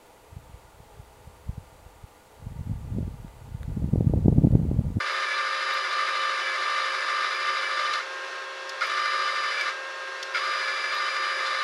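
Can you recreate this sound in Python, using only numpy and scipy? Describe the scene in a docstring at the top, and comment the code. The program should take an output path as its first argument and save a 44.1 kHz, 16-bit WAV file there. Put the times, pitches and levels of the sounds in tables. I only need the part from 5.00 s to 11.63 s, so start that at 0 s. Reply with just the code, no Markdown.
"""A cooling fan hums and a feed motor whines inside the open side of a wire welder. The fan never stops;
the motor runs three times. Its twelve-tooth pinion chatters in the gearbox, slowing and hardening as
the spool drags, racing as the wire goes slack. The large driven wheel throbs once a turn, the chopped
supply adds a thin whistle, and the wire ticks as it leaves the spool. The torch trigger clicks before
each restart, and the gears take up their slack with a jolt."""
import sys
import numpy as np
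from scipy import signal
from scipy.fft import rfft, irfft, next_fast_len
from scipy.io import wavfile
from scipy.ndimage import map_coordinates

SR = 44100
rng = np.random.default_rng(int(sys.argv[2]) if len(sys.argv) > 2 else 0)


def wrap_up_sound(samples):
    """Save the sound to the file named by the first command line argument, as 16-bit audio."""
    columns = np.atleast_2d(samples).T
    # keep every value between -1 and 1, then stretch to whole-number steps
    tamed = np.clip(columns, -1, 1)
    steps = np.round(tamed * 32767).astype(np.int16)
    wavfile.write(sys.argv[1], SR, steps)


N = 292383

# tones of the seven-bladed fan: (multiple of its shaft rate, level [dB])
FAN_TONES = [(3, -85), (4, -74.5), (5, -58.5), (6, -60.5), (7, -46.5), (8, -58.5), (12, -56.5), (14, -45),
             (24, -48.5), (28, -54), (35, -52), (40, -77), (44, -59)]
# brief fades of the fan's strongest tone: (middle [s], length [s], change [dB])
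FAN_FADES = [(3.29, 0.08, -8), (3.56, 0.22, -6)]
# air through the vents: (frequency [Hz], relative spectral level [dB])
VENT_SPECTRUM = [(30, -46), (130, -50), (265, -27), (345, -7), (480, -4), (690, -5.5), (850, -5.5),
                 (1350, 2), (1700, -.5), (2200, -5.5), (3600, -8.5), (4500, -10), (5200, -14), (5900, -13),
                 (6300, -18.5), (7800, -27.5), (10200, -30.5), (14000, -54)]
# the motor is powered: (on [s], off [s])
MOTOR_RUNS = [(-.5, 2.995), (3.806, 4.7), (5.338, 6.8)]
# the spool drags and the wire pulls tight: (middle [s], length [s], load [full drags])
SPOOL_DRAGS = [(.03, 0.12, 0.39), (.305, 0.086, 1.26), (.865, 0.074, 0.9), (1.485, .13, 1.16),
               (1.9, 0.052, 0.58), (2.015, 0.069, 0.91), (2.35, 0.066, 0.64), (2.668, .085, 1.22),
               (3.88, 0.067, 0.45), (4.33, 0.061, 0.17), (4.555, 0.071, 1.04), (4.62, 0.053, 1.28),
               (5.665, .135, 1.15), (5.815, 0.082, 0.89), (5.89, 0.076, 1.03), (6.115, 0.063, 0.66),
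               (6.37, 0.091, 1.16), (6.555, 0.044, 0.44)]
# the wire goes slack: (middle [s], length [s], extra speed [turns/s])
WIRE_SLACKS = [(.19, 0.08, 0.91), (.6, 0.14, 0.82), (1.078, 0.059, 0.95), (2.9, 0.12, 0.36),
               (5.52, 0.1, 0.25), (6.0, 0.069, 0.2), (6.62, 0.086, 0.33)]
# mesh tones and sidebands: (shaft multiple before rounding, level [dB], whine share, edge share)
MESH_TONES = [(12, -59.5, 0, 0.45), (23.005, -50.5, 0.46, 0.058), (24.392, -34, 0.86, 0.055),
              (25, -44.5, 0.47, 0.096), (26, -55, .5, 0), (35, -43.5, 0.062, 0.88),
              (36.48, -39.5, 0.41, 0.07), (37, -49, .7, 0.23), (47.3, -47, 0, .9), (48, -46.5, 0, 0.72),
              (49, -60, 0.6, 0.037), (60, -51.5, 0.37, 0.24), (61, -52, 0.67, 0.11),
              (71.37, -52.5, 0.062, 0), (76.4, -52.5, .4, 0.071), (79.4, -53, 0.6, 0),
              (84.1, -53.5, .26, 0.14)]
# tones of the grazing wheel: (multiple of its turning rate, level [dB])
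GRAZE_TONES = [(112.5, -39.5), (159, -44), (162, -42)]
# gearbox and drive plate: (frequency [Hz], width [Hz], relative level [dB])
GEARBOX_MODES = [(578, 124, -10), (657, 100, -19.5), (996, 230, -12.5), (1214, 146, -2.5), (1268, 60, -0.5),
                 (1418, 120, -4.5), (1560, 98, -10), (1700, 75, -.5), (1790, 67, 1), (2053, 140, -4.5),
                 (2170, 90, -3), (2335, 185, -4.5), (2716, 350, -12), (3020, 230, -10.5),
                 (3494, 290, -10.5), (3840, 200, -9), (4146, 126, -11), (4537, 380, -12), (4980, 67, -10.5),
                 (5304, 154, -13.5), (5846, 400, -19), (6700, 860, -25), (8000, 2700, -34.5),
                 (9600, 1850, -37.5), (12600, 2000, -68)]
# switching tone, then its overtones: (frequency [Hz], relative level [dB])
SWITCHING_TONES = [(4880.5, 0), (9513, -27), (9761, -24), (10008, -20.5)]
# whistle envelope, one list for each run: (time [s], level [dB])
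WHISTLE_ENVELOPES = [
    [(0.02, -43), (0.04, -53), (0.13, -44.5), (0.33, -46.5), (0.68, -43.5), (1.37, -47), (2.59, -43.5),
     (2.65, -50), (2.75, -43.5), (2.96, -45)],
    [(3.83, -44), (3.918, -47), (4.056, -41.5), (4.36, -42.5), (4.494, -40), (4.67, -45)],
    [(5.36, -43), (5.396, -42), (6.25, -41), (6.52, -44.5), (6.554, -41), (6.6, -46)],
]
# turns of wire slip over each other: (time [s], level [dB])
WIRE_SLIPS = [(.1241, -55), (.7377, -47), (2.3501, -57.5), (3.8661, -52.5), (4.6109, -53), (5.4565, -60),
              (5.9489, -48), (6.41, -59)]
# the wire: (frequency [Hz], width [Hz], relative level [dB])
WIRE_MODES = [(5200, 1500, -6), (12300, 2200, 1), (15000, 1500, 0)]
# the trigger moves and its switch snaps just after: (time [s], level [dB], pitch factor)
TRIGGER_SNAPS = [(2.9342, -31, 0.87), (2.9374, -26, .8), (3.6925, -30.5, 1), (3.695, -31, 1),
                 (4.6115, -29, 0.92), (5.228, -30, 1.02), (5.2307, -28, 0.97)]
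# switch and handle: (frequency [Hz], width [Hz], relative level [dB])
SWITCH_MODES = [(3580, 950, 5.5), (4607, 1000, 1), (5300, 1100, 5), (6640, 1000, -2), (8950, 900, -13),
                (10885, 2390, -20)]
# gear slack opens at a stop or closes at a start: (time [s], level [dB])
GEAR_JOLTS = [(2.995, -18.5), (3.811, -9.5), (5.3455, -12.5)]
# jolted drive plate: (frequency [Hz], relative level [dB], t60 [s])
PLATE_MODES = [(1257, -17, 0.15), (1409, -1, 0.061), (1510, -12, .04), (2120, -10, 0.066), (4070, -18, .06)]
# teeth rebound just after a start: (time [s], level [dB])
TOOTH_REBOUNDS = [(3.809, -23), (3.8175, -24), (3.8265, -23), (3.838, -25), (3.845, -25), (3.854, -27),
                  (5.347, -21), (5.3535, -21), (5.369, -25), (5.377, -26)]
# bare teeth clacking together: (frequency [Hz], width [Hz], relative level [dB])
TOOTH_MODES = [(1365, 180, 9.5), (2170, 400, 2), (3200, 1200, -10.5), (4760, 1180, -11.5)]
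# workshop reverberation: (frequency [Hz], t60 [s])
ROOM_DECAY = [(200, 0.35), (2000, 0.23), (12000, 0.016)]

SPIN_EXPONENT = 16  # the gear tones sing only near full speed


def amp(db):
    """Amplitude ratio of a level in decibels."""
    return 10 ** (np.asarray(db) / 20)


def unit(x):
    """Normalisation to rms 1."""
    return x / np.sqrt(np.mean(x ** 2) + 1e-20)


def clock():
    """Time of every sample in seconds."""
    return np.arange(N) / SR


def tone(cycles):
    """Simple harmonic motion of rms 1."""
    return np.sqrt(2) * np.sin(2 * np.pi * cycles)


def wobble(rate):
    """Random modulation: a smooth curve through rate Gaussian knots a second."""
    knots = rng.standard_normal(int(N * rate / SR) + 4)
    coarse = np.arange(0, N, 32)
    return np.interp(np.arange(N), coarse, map_coordinates(knots, [coarse * rate / SR]))


def swells(rows):
    """Superposed Gaussian humps: (middle [s], length at half height [s], height)."""
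    t = clock()
    return sum(height * .5 ** ((2 * (t - s) / length) ** 2) for s, length, height in rows)


def along(points, hz):
    """Interpolation of (frequency [Hz], value) points on a logarithmic axis."""
    frequencies, values = np.transpose(points)
    return np.interp(np.log(hz + 1), np.log(frequencies + 1), values)


def filtered(x, response):
    """Linear filtering: the spectrum of x times a frequency response."""
    size = 2 * next_fast_len((N + SR // 2) // 2)
    return irfft(rfft(x, size) * response(np.fft.rfftfreq(size, 1 / SR)), size)[..., :N]


def resonate(x, modes):
    """Forced vibration: x drives steep resonances, scaled so that white noise keeps its level."""
    size = 8192
    f = np.fft.rfftfreq(size, 1 / SR) + 1
    power = sum(amp(db) ** 2 / (1 + ((f * f - hz * hz) / (f * width)) ** 2) ** 2
                for hz, width, db in modes)
    cepstrum = irfft(np.log(power + 1e-12) / 2)
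    ring = irfft(np.exp(rfft(2 * cepstrum[:size // 2], size)))  # minimum phase, hence causal
    return signal.fftconvolve(x, ring / np.linalg.norm(ring))[:N]


def bursts(rows, t60):
    """Impact excitation: exponentially decaying noise for each (time [s], level [dB])."""
    out, t = np.zeros(N + SR), np.arange(SR // 8) / SR
    for s, db in rows:
        out[round(s * SR):][:len(t)] += amp(db - 60 * t / t60) * rng.standard_normal(len(t))
    return out[:N]


def cabinet(x, echo_db=-7, t60=0.17):
    """Interference: dense echoes in the sheet-metal compartment ripple the spectrum; output rms is 1."""
    t = np.arange(SR // 6) / SR
    tail = rng.standard_normal(len(t)) * amp(-60 * t / t60)
    return unit(x + amp(echo_db) * signal.fftconvolve(x, tail / np.linalg.norm(tail))[:N])


def fan(shaft_hz=76.27, peak_db=-40.5, air_db=-38.0):
    """Aerodynamic sound: blade tones sway and flutter in the turbulent air rushing through the vents."""
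    turns = np.cumsum(shaft_hz * (1 + 0.001193 * wobble(3))) / SR

    def harmonic(k, db):
        return amp(db + wobble(16)) * tone(k * turns + rng.random() + 0.044 * wobble(25))

    blades = sum(harmonic(k, db + wobble(4.07)) for k, db in FAN_TONES)
    blades += harmonic(21, peak_db + swells(FAN_FADES) + wobble(9.9))  # three times the blade rate
    air = cabinet(filtered(rng.standard_normal(N), lambda hz: amp(along(VENT_SPECTRUM, hz))))
    return blades + amp(air_db + 0.67 * wobble(7.4)) * air


def motor(load, slack, shaft_hz=49.51, sag_hz=.62, spin_up_s=.02, coast_s=.06):
    """Load slows the shaft, inertia delays it. Returns power gate, share of full speed and turns made."""
    t = clock()
    powered = sum(np.clip(np.minimum(t - on, off - t) / 0.0026, 0, 1) for on, off in MOTOR_RUNS)
    spin = np.zeros(N)
    for on, off in MOTOR_RUNS:
        rise = 1 - np.exp(-np.maximum(t - on, 0) / spin_up_s)
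        spin += rise * np.clip(1 - (t - off) / coast_s, 0, 1)
    speed = shaft_hz - sag_hz * load ** 2 / (.5 + load / 2) + slack
    speed *= 1 + .0018 * wobble(8) + .0007 * wobble(30)
    return powered, spin, np.cumsum(spin * speed) / SR


def gear_whine(powered, spin, turns, load, slack, shimmer_db=2.5):
    """Periodic meshing: load trades whine for a hard edge; play, slack and load modulate the phase."""
    # the whine lies mainly near twice the tooth rate, the edge near three and four times
    whine_db = 3.5 - 14 * load - 4.5 * slack + 1.34 * wobble(12)
    edge_db = -3.5 + 10.5 * load + 1.5 * np.clip(1 - load, 0, 1) * wobble(23)
    out = np.zeros(N)
    for k, db, whine_share, edge_share in MESH_TONES:
        roughness = (k / 40) ** 2
        level = db + whine_share * whine_db + edge_share * edge_db
        level += shimmer_db * min(roughness, 2) * wobble(45)
        jitter_cycles = 0.056 * roughness + 0.055 * slack + .045 * load
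        out += amp(level) * tone(round(k) * turns + rng.random() + jitter_cycles * wobble(60))
    return out * powered * spin ** SPIN_EXPONENT


def wheel_graze(spin, wheel_turns, flicker_db=2.0, high_spot_turns=0.054):
    """Amplitude modulation: the wheel's high side grazes the pinion once a turn. Returns touch, sound."""
    touch = (1 + np.cos(2 * np.pi * (wheel_turns - high_spot_turns))) / 2
    song = np.zeros(N)
    for k, db in GRAZE_TONES:
        gain = amp(db + flicker_db * wobble(24))
        song += gain * tone(k * wheel_turns + rng.random() + 0.13 * wobble(30))
    return touch, song * touch * spin ** SPIN_EXPONENT


def gear_chatter(spin, turns, load, touch, teeth=12, level_db=-33.5, throb_db=2.5, scatter_s=.0003):
    """Impact and friction: teeth land early or late, slide on worn flanks and ring the gearbox."""
    landings = np.flatnonzero(np.diff(np.floor(teeth * turns)))
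    lateness, strength = rng.standard_normal((len(landings), 2)).T
    hits = np.clip(landings + lateness * scatter_s * SR, 0, N - 1).astype(int)
    knocks = np.bincount(hits, amp(2.5 * strength) * rng.choice([-1, 1], len(hits)), N)
    # the starting torque presses the sliding teeth harder
    surge = swells([(on + 0.022, 0.047, 2.7) for on, _ in MOTOR_RUNS])
    sliding = (spin + surge * np.sqrt(spin)) * rng.standard_normal(N)
    # the same wear marks come round on every turn
    marks = irfft(np.exp(2j * np.pi * rng.random(257)))
    rasp = spin * map_coordinates(marks, [turns % 1 * len(marks)], order=3, mode="grid-wrap")
    # pinion and wheel run off centre and the wire tugs unevenly; load holds the teeth together
    eccentricity = 1 + 0.12 * np.sin(2 * np.pi * turns)
    pressure = eccentricity * amp(-0.8 * load + throb_db * (touch ** 2 - .5) + 0.5 * wobble(20))
    force = pressure * (spin * unit(knocks) + 0.59 * unit(sliding) + 0.57 * unit(rasp))
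    return amp(level_db) * cabinet(resonate(force, GEARBOX_MODES))


def supply_whistle(powered, overtones_db=-44):
    """Electromagnetic forcing: the chopped supply makes the windings sing while the motor is powered."""
    t = clock()
    times, levels = np.vstack(WHISTLE_ENVELOPES).T
    envelope_db = np.interp(t, times, levels)
    (hz, db), *overtones = SWITCHING_TONES
    main = amp(envelope_db + db + 0.5 * wobble(17) + 0.5 * wobble(70)) * tone(hz * t)
    faint = sum(amp(overtones_db + db + 0.71 * wobble(20)) * tone(hz * t) for hz, db in overtones)
    return powered * (main + faint)


def wire_ticks():
    """Stick and slip: turns sliding over each other on the spool excite the wire's high resonances."""
    return resonate(bursts(WIRE_SLIPS, t60=0.029), WIRE_MODES)


def trigger_clicks():
    """Impulse response: each snap rings the switch and handle, lower in pitch on release."""
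    return sum(resonate(bursts([(s, db)], t60=0.024), np.multiply(SWITCH_MODES, [pitch, 1, 1]))
               for s, db, pitch in TRIGGER_SNAPS)


def plate_jolts(attack_s=0.0075):
    """Damped free vibration: the gear train leans on the drive plate when its torque changes."""
    out, t = np.zeros(N + SR), np.arange(SR // 4) / SR
    onset = 1 - np.exp(-(t / attack_s) ** 2)
    for s, db in GEAR_JOLTS:
        ring = sum(amp(level - 60 * t / t60) * tone(hz * t + rng.random())
                   for hz, level, t60 in PLATE_MODES)
        out[round(s * SR):][:len(t)] += amp(db) * ring * onset
    return out[:N]


def tooth_rattle():
    """Backlash: the teeth rebound within their play just after a restart."""
    return resonate(bursts(TOOTH_REBOUNDS, t60=0.031), TOOTH_MODES)


def room(x):
    """Reverberation: the workshop's short tail, treble dying first, in antiphase on the two channels."""
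    hz, t, spectra = signal.stft(rng.standard_normal(SR // 3), SR, nperseg=256)
    decay = amp(-60 * t / along(ROOM_DECAY, hz)[:, None])
    _, tail = signal.istft(spectra * decay, SR, nperseg=256)
    reverb = signal.fftconvolve(x, tail / np.linalg.norm(tail))[:N]
    return np.array([reverb, -reverb])


def scene():
    """Superposition: the machine is straight ahead and almost dry; the wire's pull governs the feed."""
    load, slack = swells(SPOOL_DRAGS), swells(WIRE_SLACKS)
    powered, spin, turns = motor(load, slack)
    touch, graze = wheel_graze(spin, turns * (12 / 46))  # pinion teeth over wheel teeth
    gears = gear_whine(powered, spin, turns, load, slack) + graze + gear_chatter(spin, turns, load, touch)
    feed = gears + supply_whistle(powered) + plate_jolts() + tooth_rattle()
    machine = fan() + feed + trigger_clicks() + wire_ticks()
    return machine + amp(-25) * room(machine)


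def record(dry, fade_s=.004, cutoff_hz=14400):
    """Band limiting: the sound fades in and passes a steep low-pass filter."""
    fade_in = np.clip(clock() / fade_s, 0, 1)
    low_pass = signal.ellip(10, .1, 80, cutoff_hz, fs=SR, output="sos")
    return signal.sosfilt(low_pass, dry * fade_in)


dry = scene()
out = record(dry)
wrap_up_sound(out)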